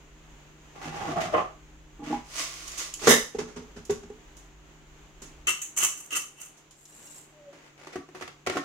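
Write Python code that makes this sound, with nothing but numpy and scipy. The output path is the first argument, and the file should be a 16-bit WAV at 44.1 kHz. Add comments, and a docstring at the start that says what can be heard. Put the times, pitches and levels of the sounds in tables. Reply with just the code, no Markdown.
"""A small tiled kitchen, where food is seasoned over a low hum. Something slides along a shelf by
stick-slip friction. Salt runs in a swung plastic jar, which lands and rocks on a board, each impact
exciting its modes. Grains fracture in three twists of a spice mill, and the background bass drops away.
Dry herbs slide in a tipped jar, a faint squeak follows, and containers rub and knock as they are
put back. Reflections from tiles and cupboards add a short reverberation."""
import sys
import numpy as np
from scipy import signal
from scipy.fft import rfft, irfft
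from scipy.io import wavfile

SR = 44100
rng = np.random.default_rng(int(sys.argv[2]) if len(sys.argv) > 2 else 0)


def waveform_to_disk(signal):
    """Save audio, clipped to [-1, 1], as 16-bit WAV at the path in sys.argv[1]."""
    frames = np.transpose(np.atleast_2d(signal))
    scaled = np.clip(frames, -1, 1) * 32767
    samples = np.round(scaled).astype(np.int16)
    wavfile.write(sys.argv[1], SR, samples)


N = 381024
T = np.arange(N) / SR

# Spectra of the background noise. Each row: frequency in Hz, relative density in dB.
AIR_SPECTRUM = [(60, -24.5), (110, -9.5), (200, -10.5), (310, -4), (480, -11), (900, -11.5), (1400, -13),
                (2950, -15), (4500, -24), (5500, -25), (6700, -15), (7800, -24.5), (8800, -36.5),
                (15500, -35.5)]
RUMBLE_SPECTRUM = [(12, -24), (28, -4.5), (52, -4.5), (70, -18), (120, -28.5), (250, -26), (600, -63.5)]
# Partials of an appliance's hum. 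Each row: frequency in Hz, relative level in dB.
HUM_PARTIALS = [(151.5, -63), (226.5, -81.5), (306, -69), (350, -80), (392, -72)]

# Shoves along the shelf. Each row: start and length in seconds, relative hollow and scratch levels in dB.
SHOVES = [(0.749, 0.076, -44, -52), (0.808, 0.07, -38.5, -41.5), (0.917, 0.063, -36, -43.5),
          (0.967, 0.066, -35, -42.5), (1.038, 0.073, -31.5, -40), (1.155, 0.032, -24, -42),
          (1.199, 0.021, -32.5, -32.5), (1.238, 0.028, -32.5, -47), (1.317, 0.062, -31.5, -43),
          (2.028, 0.12, -50.5, -43)]
# The sinking hollow resonance. Each row: time in seconds, frequency in Hz.
SLIDE_PITCH = [(0.8, 794), (1.054, 786), (1.092, 692), (1.31, 628)]
# Spectra of the sliding friction. Each row: frequency in Hz, relative density in dB.
SLIDE_SPECTRUM = [(35, -70), (60, -8.5), (129, 10), (293, -1), (334, 13), (511, 5), (695, 7), (1000, -6),
                  (1160, 6), (1450, -1), (2000, -6), (2600, -30), (4400, -120)]
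SCRATCH_SPECTRUM = [(500, -5), (1300, 7.5), (2700, 5.5), (4200, -3), (6500, -1), (8500, -12),
                    (15000, -23.5)]

# Contacts on the shelf, in handling the salt jar and then the mill, and on the counter.
# Each row: start in seconds, ring peak in dB, contact hardness as a cut-off in Hz,
# relative clack level in dB, clack decay in seconds.
SHELF_KNOCKS = [(0.845, -36, 230, -45, .02), (1.075, -29.5, 330, -26, 0.011),
                (1.336, -30, 1200, -11.5, 0.024), (1.376, -34, 1200, -15, 0.022),
                (1.99, -37, 513, -47, 0.026), (2.017, -34, 607, -47, 0.01), (2.06, -29, 300, -39, 0.039),
                (2.097, -23, 450, -35, 0.037), (2.126, -17.5, 1510, -41, 0.0052)]
HANDLING_CONTACTS = [(3.014, -37, 900, -29.5, 0.11), (3.07, -11, 1500, -5, 0.011),
                     (3.074, -6, 755, -10.5, 0.019), (3.345, -23, 795, -35.5, 0.024),
                     (3.383, -19.5, 580, -25, 0.023), (3.47, -50, 505, -41.5, 0.057),
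                     (3.557, -32, 280, -32.5, 0.024), (3.616, -37.5, 398, -45, .01),
                     (3.757, -33.5, 276, -35.5, 0.027), (3.8935, -15.5, 664, -25.5, 0.022),
                     (4.028, -38, 256, -41, 0.0077), (4.098, -33, 710, -43.5, 0.007),
                     (5.215, -46, 650, -41, 0.035)]
COUNTER_KNOCKS = [(7.526, -47, 1000, -45, 0.023), (7.869, -53, 3200, -31, 0.0079),
                  (7.926, -50, 1100, -37.5, 0.028), (7.955, -23.5, 900, -29, 0.0081),
                  (8.086, -44, 900, -44, .006), (8.146, -35, 1190, -35, 0.019),
                  (8.209, -35, 1500, -29, 0.012), (8.222, -33, 1500, -26.5, 0.007),
                  (8.277, -57, 3500, -28.5, 0.0039), (8.463, -35, 1780, -21.5, 0.0052),
                  (8.47, -17, 1890, -15.5, 0.0052), (8.497, -26, 2200, -16, 0.0037),
                  (8.522, -34, 1400, -30, 0.02), (8.552, -25, 700, -28, 0.012),
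                  (8.567, -16.5, 1690, -22, 0.014)]
# Modes of the struck bodies. Each row: frequency in Hz, relative level in dB, 60 dB decay time in seconds.
SHELF_MODES = [(91, -31, 0.076), (149, -19, 0.22), (243.6, -8, 0.12), (301, 0.5, 0.074), (343, -15, 0.046),
               (445.6, -10.5, 0.12), (638, -18, 0.097), (823, -9, 0.055), (828, 3, 0.076),
               (1033, -14, 0.21), (1133, -35, 0.33)]
HANDLING_MODES = [(86, -32, 0.25), (170.6, -28.5, 0.24), (239, -17, 0.19), (392, -27.5, 0.021),
                  (414, 2, 0.11), (406, -29, 0.26), (530, -26, 0.048), (787, -8.5, 0.066)]
HERB_JAR_MODES = [(2830, -4, 0.1), (4000, -4, 0.089), (5100, -16, 0.09), (5700, 8, 0.091), (7400, 5, 0.13)]
COUNTER_MODES = [(85.5, -20.5, 0.11), (156, -3.5, 0.032), (289, -8.5, 0.14), (371.6, 9.5, 0.04),
                 (719, 10.5, 0.022), (1117, -4, 0.094), (1359, 8, 0.035), (1514, -5, 0.048),
                 (1860, -7.5, 0.19)]
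# Spectra of the contact noise. Each row: frequency in Hz, relative density in dB.
SHELF_CLACK = [(50, -18), (130, -33), (330, -6), (700, 4), (950, -4), (1150, 6.5), (1500, -10.5),
               (3000, -14.5), (7000, -68), (15000, -69)]
HANDLING_CLACK = [(50, -25), (110, -3.5), (190, 2), (450, 1), (800, -2), (1300, -0.5), (2300, -6),
                  (4000, -11.5), (6500, -7), (9000, -21.5), (15000, -37.5)]
COUNTER_CLACK = [(45, -32), (85, -8), (150, -12), (400, 7.5), (800, 3), (1450, 1.5), (2300, 2),
                 (3700, -7.5), (6500, -7), (9000, -16.5), (15000, -28)]

# Surges of salt in the swung jar. Each row: start in seconds, length in seconds, peak level in dB.
SALT_SURGES = [(2.239, 0.16, -29), (2.772, .035, -35.5), (2.99, 0.082, -29.5)]
# Ticks of grains and plastic, and snaps in the mill. Each row: start in seconds, level in dB,
# decay in seconds.
TICKS = [(2.677, -27, 0.0088), (2.718, -28, 0.0039), (2.776, -24.5, 0.031), (2.939, -17.5, 0.0031),
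         (3.392, -30, 0.0025), (3.851, -36.5, 0.0083), (3.906, -25.5, 0.0063), (4.365, -42.5, 0.025),
         (5.217, -35.5, 0.023), (6.57, -48, 0.024), (6.708, -41, 0.011)]
MILL_SNAPS = [(5.471, -13.5, 0.0046), (5.615, -21.5, 0.021), (5.773, -14, 0.011), (5.838, -9, 0.0018),
              (5.849, -7, 0.0044), (6.16, -23, 0.0052), (6.432, -31, 0.0042)]
# Strong and faint movements of the mill. Each row: start and length in seconds, relative crush and bite
# levels in dB, fall in dB per second.
TWISTS = [(5.469, 0.029, -26, -21.5, 515.5), (5.763, 0.088, -20, -24, 649), (5.955, 0.04, -42, -53, 140),
          (6.105, 0.069, -25.5, -26, 600), (6.359, 0.076, -43.5, -48, 280)]
# Clinks of the herb jar. Each row: start in seconds, ring peak in dB, relative clack level in dB.
CLINKS = [(6.853, -66, -41), (6.924, -50, -59), (7.025, -54, -54), (7.071, -45, -46), (7.121, -52, -52),
          (7.161, -51, -52)]
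# Rubs of moved containers. Each row: start in seconds, length in seconds, relative level in dB.
RUBS = [(7.535, 0.15, -52), (7.767, .17, -47), (8.16, 0.079, -48.5)]

# Spectra of the granular sounds. Each row: frequency in Hz, relative density in dB.
SALT_SPECTRUM = [(180, -45), (300, -5.5), (462, -8), (678, -3), (870, -13), (1120, 1.5), (1580, -7),
                 (1970, -2), (2840, -2), (3890, -4.5), (6300, 0.5), (12300, -18), (16000, -23)]
LANDING_SPECTRUM = [(80, -17), (150, -17.5), (240, 2), (320, -10.5), (440, 8.5), (700, -8), (1000, -5),
                    (1500, -9), (2000, -6.5), (2400, -19), (2900, -5), (4300, -16), (6500, -3),
                    (8500, -10.5), (12000, -13.5), (16000, -21.5)]
TICK_SPECTRUM = [(400, -30.5), (1500, -39.5), (3000, -9), (4300, -14), (5500, -6.5), (6900, 1.5),
                 (8500, -11.5), (11000, -14.5), (16000, -25.5)]
CRUSH_SPECTRUM = [(150, -33), (900, -11), (1250, -14.5), (2200, -13.5), (2900, -21), (3600, -25.5),
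                  (5400, -13), (6400, 2), (8500, -2), (10500, -7), (13000, -8.5), (16000, -19)]
BITE_SPECTRUM = [(100, -24), (400, -4.5), (850, -23), (1250, -3), (1650, -6), (2100, -1), (2400, -8),
                 (2900, 1.5), (3600, -10), (5000, -13), (7000, -5), (16000, -30)]
SNAP_SPECTRUM = [(400, -32), (1500, -6), (2900, 5), (3600, -11), (5300, -10), (6500, 18.5), (8500, 6),
                 (11000, -1), (16000, -7.5)]
HERB_SPECTRUM = [(800, -14), (3000, -18), (5500, -18), (7600, -4.5), (9500, -15), (12500, -17),
                 (16000, -28)]
# Resonances of the vessels around the grains. Each row: frequency in Hz, width in Hz, boost in dB.
SALT_JAR_PEAKS = [(1790, 110, 13.5), (2080, 300, 10.5), (3760, 300, 11), (5070, 240, 8.5), (6040, 250, 5)]
MILL_PEAKS = [(1190, 220, 10), (2700, 150, 14), (3020, 140, 9.5), (6030, 500, 6), (7440, 133, 7),
              (8800, 82, 9.5)]
HERB_JAR_PEAKS = [(6760, 220, 7), (7570, 320, 7.5), (12800, 510, 3)]

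# Likeness of the two channels. Each row: frequency in Hz, coherence from 0 to 1.
COHERENCE = [(30, 0.88), (200, 0.86), (450, 0.57), (900, 0.5), (1800, 0), (3000, 0.07), (16000, 0.027)]
# Reverberation time. Each row: frequency in Hz, 60 dB decay time in seconds.
ROOM_T60 = [(100, 0.2), (500, 0.2968), (2000, 0.32), (6000, 0.3568), (14000, 0.29)]
# Colour of the reverberation. Each row: frequency in Hz, gain in dB.
ROOM_SPECTRUM = [(100, 8), (450, 0), (1200, 2.5), (4000, 2.5), (14000, -0.5)]


def amp(db):
    """Amplitude ratio of a level in decibels."""
    return 10 ** (np.asarray(db) / 20)


def unit_rms(x):
    """Normalisation to an rms of 1."""
    return x / np.sqrt(np.mean(x ** 2) + 1e-20)


def curve_at(points, hz):
    """Interpolation on a logarithmic frequency axis."""
    f, value = np.transpose(points)
    return np.interp(np.log(hz + 1), np.log(f + 1), value)


def drift(per_s):
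    """Random modulation of rms 1, linear between knots."""
    knots = np.arange(0, T[-1] + 1, 1 / per_s)
    return unit_rms(np.interp(T, knots, rng.standard_normal(N)[:len(knots)]))


def stereo_noise(size, envelope=1):
    """Partial coherence: two independent noises are cross-mixed to be alike in the bass only."""
    hz = np.fft.rfftfreq(size, 1 / SR)
    angle = np.arcsin(np.clip(curve_at(COHERENCE, hz), 0, 1)) / 2
    spectra = rfft(envelope * rng.standard_normal((2, size)))
    return irfft(np.cos(angle) * spectra + np.sin(angle) * spectra[::-1])


def colour(x, spectrum, peaks=(), size=4096):
    """Minimum-phase filtering by a broad spectrum with resonance peaks on it."""
    hz = abs(np.fft.fftfreq(size, 1 / SR))
    boost_db = sum(db / (1 + (2 * (hz - centre) / width) ** 2) for centre, width, db in peaks)
    log_gain = np.log(amp(curve_at(spectrum, hz) + boost_db))
    taps = np.fft.ifft(np.exp(np.conj(signal.hilbert(log_gain)))).real
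    return signal.oaconvolve(x, taps[None, :size // 2], axes=1)[:, :x.shape[1]]


def smear(x):
    """Group delay: nearby reflections hold back each treble frequency by up to 4 ms."""
    hz = np.fft.rfftfreq(N, 1 / SR)
    knots_hz = np.arange(0, SR, 250)
    share = np.array([np.interp(hz, knots_hz, row) for row in rng.random((2, len(knots_hz)))])
    delay_s = share * np.interp(hz, [1200, 3500], [0, .004])
    return irfft(rfft(x) * np.exp(-2j * np.pi * np.cumsum(delay_s, axis=1) * SR / N))


def grains(per_s, spread_db):
    """Shot noise: tiny impacts of uneven strength arrive at random."""
    strength = amp(spread_db * np.minimum(rng.exponential(1, N), 4))
    arrivals = rng.random(N) < per_s / SR
    return unit_rms(smear(stereo_noise(N, strength * arrivals)))


def stroke(start, length, peak_db, attack_s, build_db_s, fall_db_s):
    """Exponential growth and decay, in dB per second, about a peak at the end of a movement."""
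    t = T - start
    below_db = build_db_s * np.maximum(length - t, 0) + fall_db_s * np.maximum(t - length, 0)
    return np.clip(t / attack_s, 0, 1) * amp(peak_db - np.clip(below_db, 0, 200))


def clack(decay_s, spectrum, rise_s=0, peaks=(), size=8192):
    """Rough contact: a dying burst of micro-impacts is filtered by the struck body."""
    t = np.arange(size) / SR
    onset = 1 - np.exp(-(t / (0.1 * decay_s + 0.41 * rise_s)) ** 2)
    burst = colour(stereo_noise(size) * onset * np.exp(-t / decay_s), spectrum, peaks)
    return 0.41 * burst * np.sqrt(decay_s * SR / np.sum(burst ** 2))  # peaks near 1


def add(mix, start, sound):
    """Superposition of a sound on the mix from a start in seconds."""
    part = mix[:, round(start * SR):][:, :sound.shape[-1]]
    part += sound[..., :part.shape[1]]


def knocks(rows, modes, spectrum, body_width_hz=60, body_db=4, rise_cycles=4.3):
    """Modal vibration: each contact clacks and excites damped modes; soft ones swell and ring low."""
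    out, t = np.zeros((2, N)), np.arange(SR // 2) / SR
    body = [(hz, body_width_hz, body_db) for hz, _, _ in modes]
    for start, ring_db, cutoff_hz, clack_db, decay_s in rows:
        rise_s = rise_cycles / cutoff_hz
        detunes = 1 + 0.023 * rng.standard_normal(len(modes))  # the grip changes from touch to touch
        ring = np.zeros_like(t)
        for (hz, db, t60), detune in zip(modes, detunes):
            envelope = amp(db - 60 * t / t60) / np.hypot(1, (hz / cutoff_hz) ** 3)
            ring += envelope * np.sin(2 * np.pi * hz * detune * t)
        ring *= 1 - np.exp(-(t / rise_s) ** 2)
        add(out, start, amp(ring_db) * ring / abs(ring).max())
        add(out, start, amp(clack_db + body_db / 2) * clack(decay_s, spectrum, rise_s, body))
    return out


def hum_tone(hz, phase_rad, phase_per_s, level_db, level_per_s):
    """Random phase and amplitude modulation make a sinusoid waver."""
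    tone = np.sin(2 * np.pi * hz * T + phase_rad * drift(phase_per_s))
    return unit_rms(tone * amp(level_db * drift(level_per_s)))


def background(air_db=-56.5, rumble_db=-57, drop_at_s=5.46, drop_takes_s=0.099):
    """Air noise, hum and rumble superpose; part-way through they drop, the rumble most."""
    dropped = np.clip((T - drop_at_s) / drop_takes_s, 0, 1)
    air = unit_rms(colour(stereo_noise(N), AIR_SPECTRUM)) * amp(air_db + 1.3 * drift(7))
    rumble = unit_rms(colour(stereo_noise(N), RUMBLE_SPECTRUM, size=16384))
    mains = amp(-4) * hum_tone(52, 2.7, 7.1, 2.5, 3.82)
    hum = sum(amp(db) * hum_tone(hz, 2.07, 6.4, 2, 1.89) for hz, db in HUM_PARTIALS)
    bass = (rumble + mains) * amp(rumble_db - 16 * dropped)
    return air * amp(-2 * dropped) + hum * amp(1.5 - 5 * dropped) + bass


def resonate(x, hz, width_hz):
    """A swept resonance of unit gain follows the curve hz."""
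    carrier = np.exp(2j * np.pi * np.cumsum(hz) / SR)
    pole = np.exp(-np.pi * width_hz / SR)
    return 2 * (carrier * signal.lfilter([1 - pole], [1, -pole], x / carrier)).real


def shelf_slide(width_hz=60):
    """Stick-slip friction excites a sinking hollow resonance as an object is shoved along and bumps."""
    slips = grains(1500, 3)
    hz = np.interp(T, *np.transpose(SLIDE_PITCH))
    hollow = unit_rms(resonate(resonate(slips, hz, width_hz), hz, 4 * width_hz))
    body = unit_rms(colour(slips, SLIDE_SPECTRUM, peaks=[(1160, 89, 4.3)]))
    scratch = unit_rms(colour(grains(3300, 1.4), SCRATCH_SPECTRUM))
    push, scrape = np.zeros(N), np.zeros(N)
    for start, length, hollow_db, scratch_db in SHOVES:
        shove = stroke(start, length, 0, attack_s=0.0096, build_db_s=40, fall_db_s=212)
        push = np.maximum(push, amp(hollow_db) * shove)
        scrape = np.maximum(scrape, amp(scratch_db) * shove)
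    slide = push * (amp(-2) * hollow + amp(-5) * body) + amp(-1) * scrape * scratch
    return slide + knocks(SHELF_KNOCKS, SHELF_MODES, SHELF_CLACK)


def salt(attack_s=.004, fall_db_s=172.5):
    """Granular flow: crystals run along the swung jar, then leap and strike its wall as it lands."""
    surges = sum(stroke(*row, attack_s, build_db_s=211.5, fall_db_s=fall_db_s) for row in SALT_SURGES)
    trickle = stroke(2.44, 0.42, -44.5, attack_s, build_db_s=0, fall_db_s=fall_db_s)
    leap = stroke(3.07, 0.038, -11.5, attack_s, build_db_s=402.5, fall_db_s=291)
    run = unit_rms(colour(grains(7000, 1), SALT_SPECTRUM)) * np.hypot(surges, trickle)
    landing = unit_rms(colour(grains(9000, 1.42), LANDING_SPECTRUM, SALT_JAR_PEAKS)) * leap
    return run + landing


def ticks(rows, spectrum):
    """Brief transients: single hard grains and snaps of plastic radiate broadband clicks."""
    out = np.zeros((2, N))
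    for start, db, decay_s in rows:
        add(out, start, amp(db) * clack(decay_s, spectrum))
    return out


def jar_and_mill_handling():
    """Contact excitation: the salt jar rubs, lands and rocks; then a soft knock as the mill is picked up."""
    return knocks(HANDLING_CONTACTS, HANDLING_MODES, HANDLING_CLACK)


def spice_mill(catch_s=0.0024, bite_lead_s=0.012, clump_db=5):
    """Brittle fracture: grains crack in clumps; the burrs' bite shakes the hollow body just before."""
    crush, bite = np.zeros(N), np.zeros(N)
    for start, length, crush_db, bite_db, fall in TWISTS:
        crush += stroke(start, length, crush_db, catch_s, build_db_s=138, fall_db_s=fall)
        bite += stroke(start, length - bite_lead_s, bite_db, catch_s, build_db_s=204, fall_db_s=fall)
    cracks = grains(3000, 3.4) * amp(clump_db * drift(160))
    crisp = unit_rms(colour(cracks, CRUSH_SPECTRUM, MILL_PEAKS)) * crush
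    hollow = unit_rms(colour(grains(3000, 3), BITE_SPECTRUM, MILL_PEAKS)) * bite
    return amp(-2.5) * (crisp + hollow) + ticks(MILL_SNAPS, SNAP_SPECTRUM)


def herb_jar(clump_db=0.5, cutoff_hz=4500, decay_s=0.0085):
    """Granular flow: dry flakes slide in the tipped jar, and light touches excite its modes."""
    tipping = stroke(6.74, .44, -48, attack_s=0.044, build_db_s=29, fall_db_s=195)
    flakes = grains(1500, 1) * amp(clump_db * drift(45))
    rustle = unit_rms(colour(flakes, HERB_SPECTRUM, HERB_JAR_PEAKS)) * tipping
    touches = [(start, ring_db, cutoff_hz, clack_db, decay_s) for start, ring_db, clack_db in CLINKS]
    return rustle + knocks(touches, HERB_JAR_MODES, TICK_SPECTRUM)


def squeak(start=7.305, length=0.19, start_hz=625, sag_hz_per_s=310, flutter_db=2):
    """Frequency and amplitude modulation: one faint note swells, flutters and sags in pitch."""
    hz = start_hz - sag_hz_per_s * np.clip(T - start, 0, length)
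    hz *= 1 + 0.0081 * drift(90)
    swell = stroke(start, length, -48.5, attack_s=0.028, build_db_s=65, fall_db_s=397)
    return np.sin(2 * np.pi * np.cumsum(hz) / SR) * swell * amp(flutter_db * drift(35))


def container_knocks():
    """Impact excitation: containers ring as they are put back on the counter."""
    return knocks(COUNTER_KNOCKS, COUNTER_MODES, COUNTER_CLACK)


def container_rubs():
    """Sliding friction: moved containers make a stream of tiny contacts."""
    moving = sum(stroke(*row, attack_s=.015, build_db_s=17, fall_db_s=260.5) for row in RUBS)
    return amp(-6) * unit_rms(colour(grains(900, 2.1), COUNTER_CLACK)) * moving


def reverberation(x, size=24576):
    """A diffuse field: dense reflections from tiles and cupboards decay at each band's own rate."""
    hz, t, bands = signal.stft(stereo_noise(size), SR, nperseg=256)
    decay = amp(-60 * t / curve_at(ROOM_T60, hz)[:, None])
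    tail = signal.istft(bands * decay, SR, nperseg=256)[1]
    tail *= np.clip(np.arange(tail.shape[1]) / SR / 0.0023 - .5, 0, 1)  # the nearest wall answers in 2 ms
    tail = colour(tail / np.linalg.norm(tail[0]), ROOM_SPECTRUM)
    return signal.fftconvolve(x, tail, axes=1)[:, :N]


def scene():
    """Direct and reverberant sound superpose; a level difference leans most sources' treble right."""
    # Each row: sound, left minus right in the treble in dB, gain into the room in dB.
    sources = [(shelf_slide(), -4, -6), (salt(), -4.5, -6), (ticks(TICKS, TICK_SPECTRUM), -3, -3),
               (jar_and_mill_handling(), -5, -7), (spice_mill(), -1.5, -4), (herb_jar(), 0, -6),
               (squeak(), 0, -6), (container_knocks(), -3, -5), (container_rubs(), 0, -6)]
    hz = np.fft.rfftfreq(N, 1 / SR)
    shadow = curve_at([(200, 0.077), (1000, 0.39), (3500, 0.055), (6000, 1)], hz)
    direct, sent = np.zeros((2, N)), np.zeros((2, N))
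    for sound, lean_db, room_db in sources:
        placed = irfft(rfft(sound) * amp(shadow * [[lean_db / 2], [-lean_db / 2]]))
        direct += placed
        sent += amp(room_db) * placed
    return direct + reverberation(sent) + background()


def record(dry, ceiling=.85, cutoff_hz=15900):
    """Hard clipping limits the peaks, and a low-pass filter limits the band."""
    lowpass = signal.firwin(511, cutoff_hz, window=("kaiser", 9), fs=SR)
    return signal.oaconvolve(np.clip(dry, -ceiling, ceiling), lowpass[None], "same")


dry = scene()
out = record(dry)
waveform_to_disk(out)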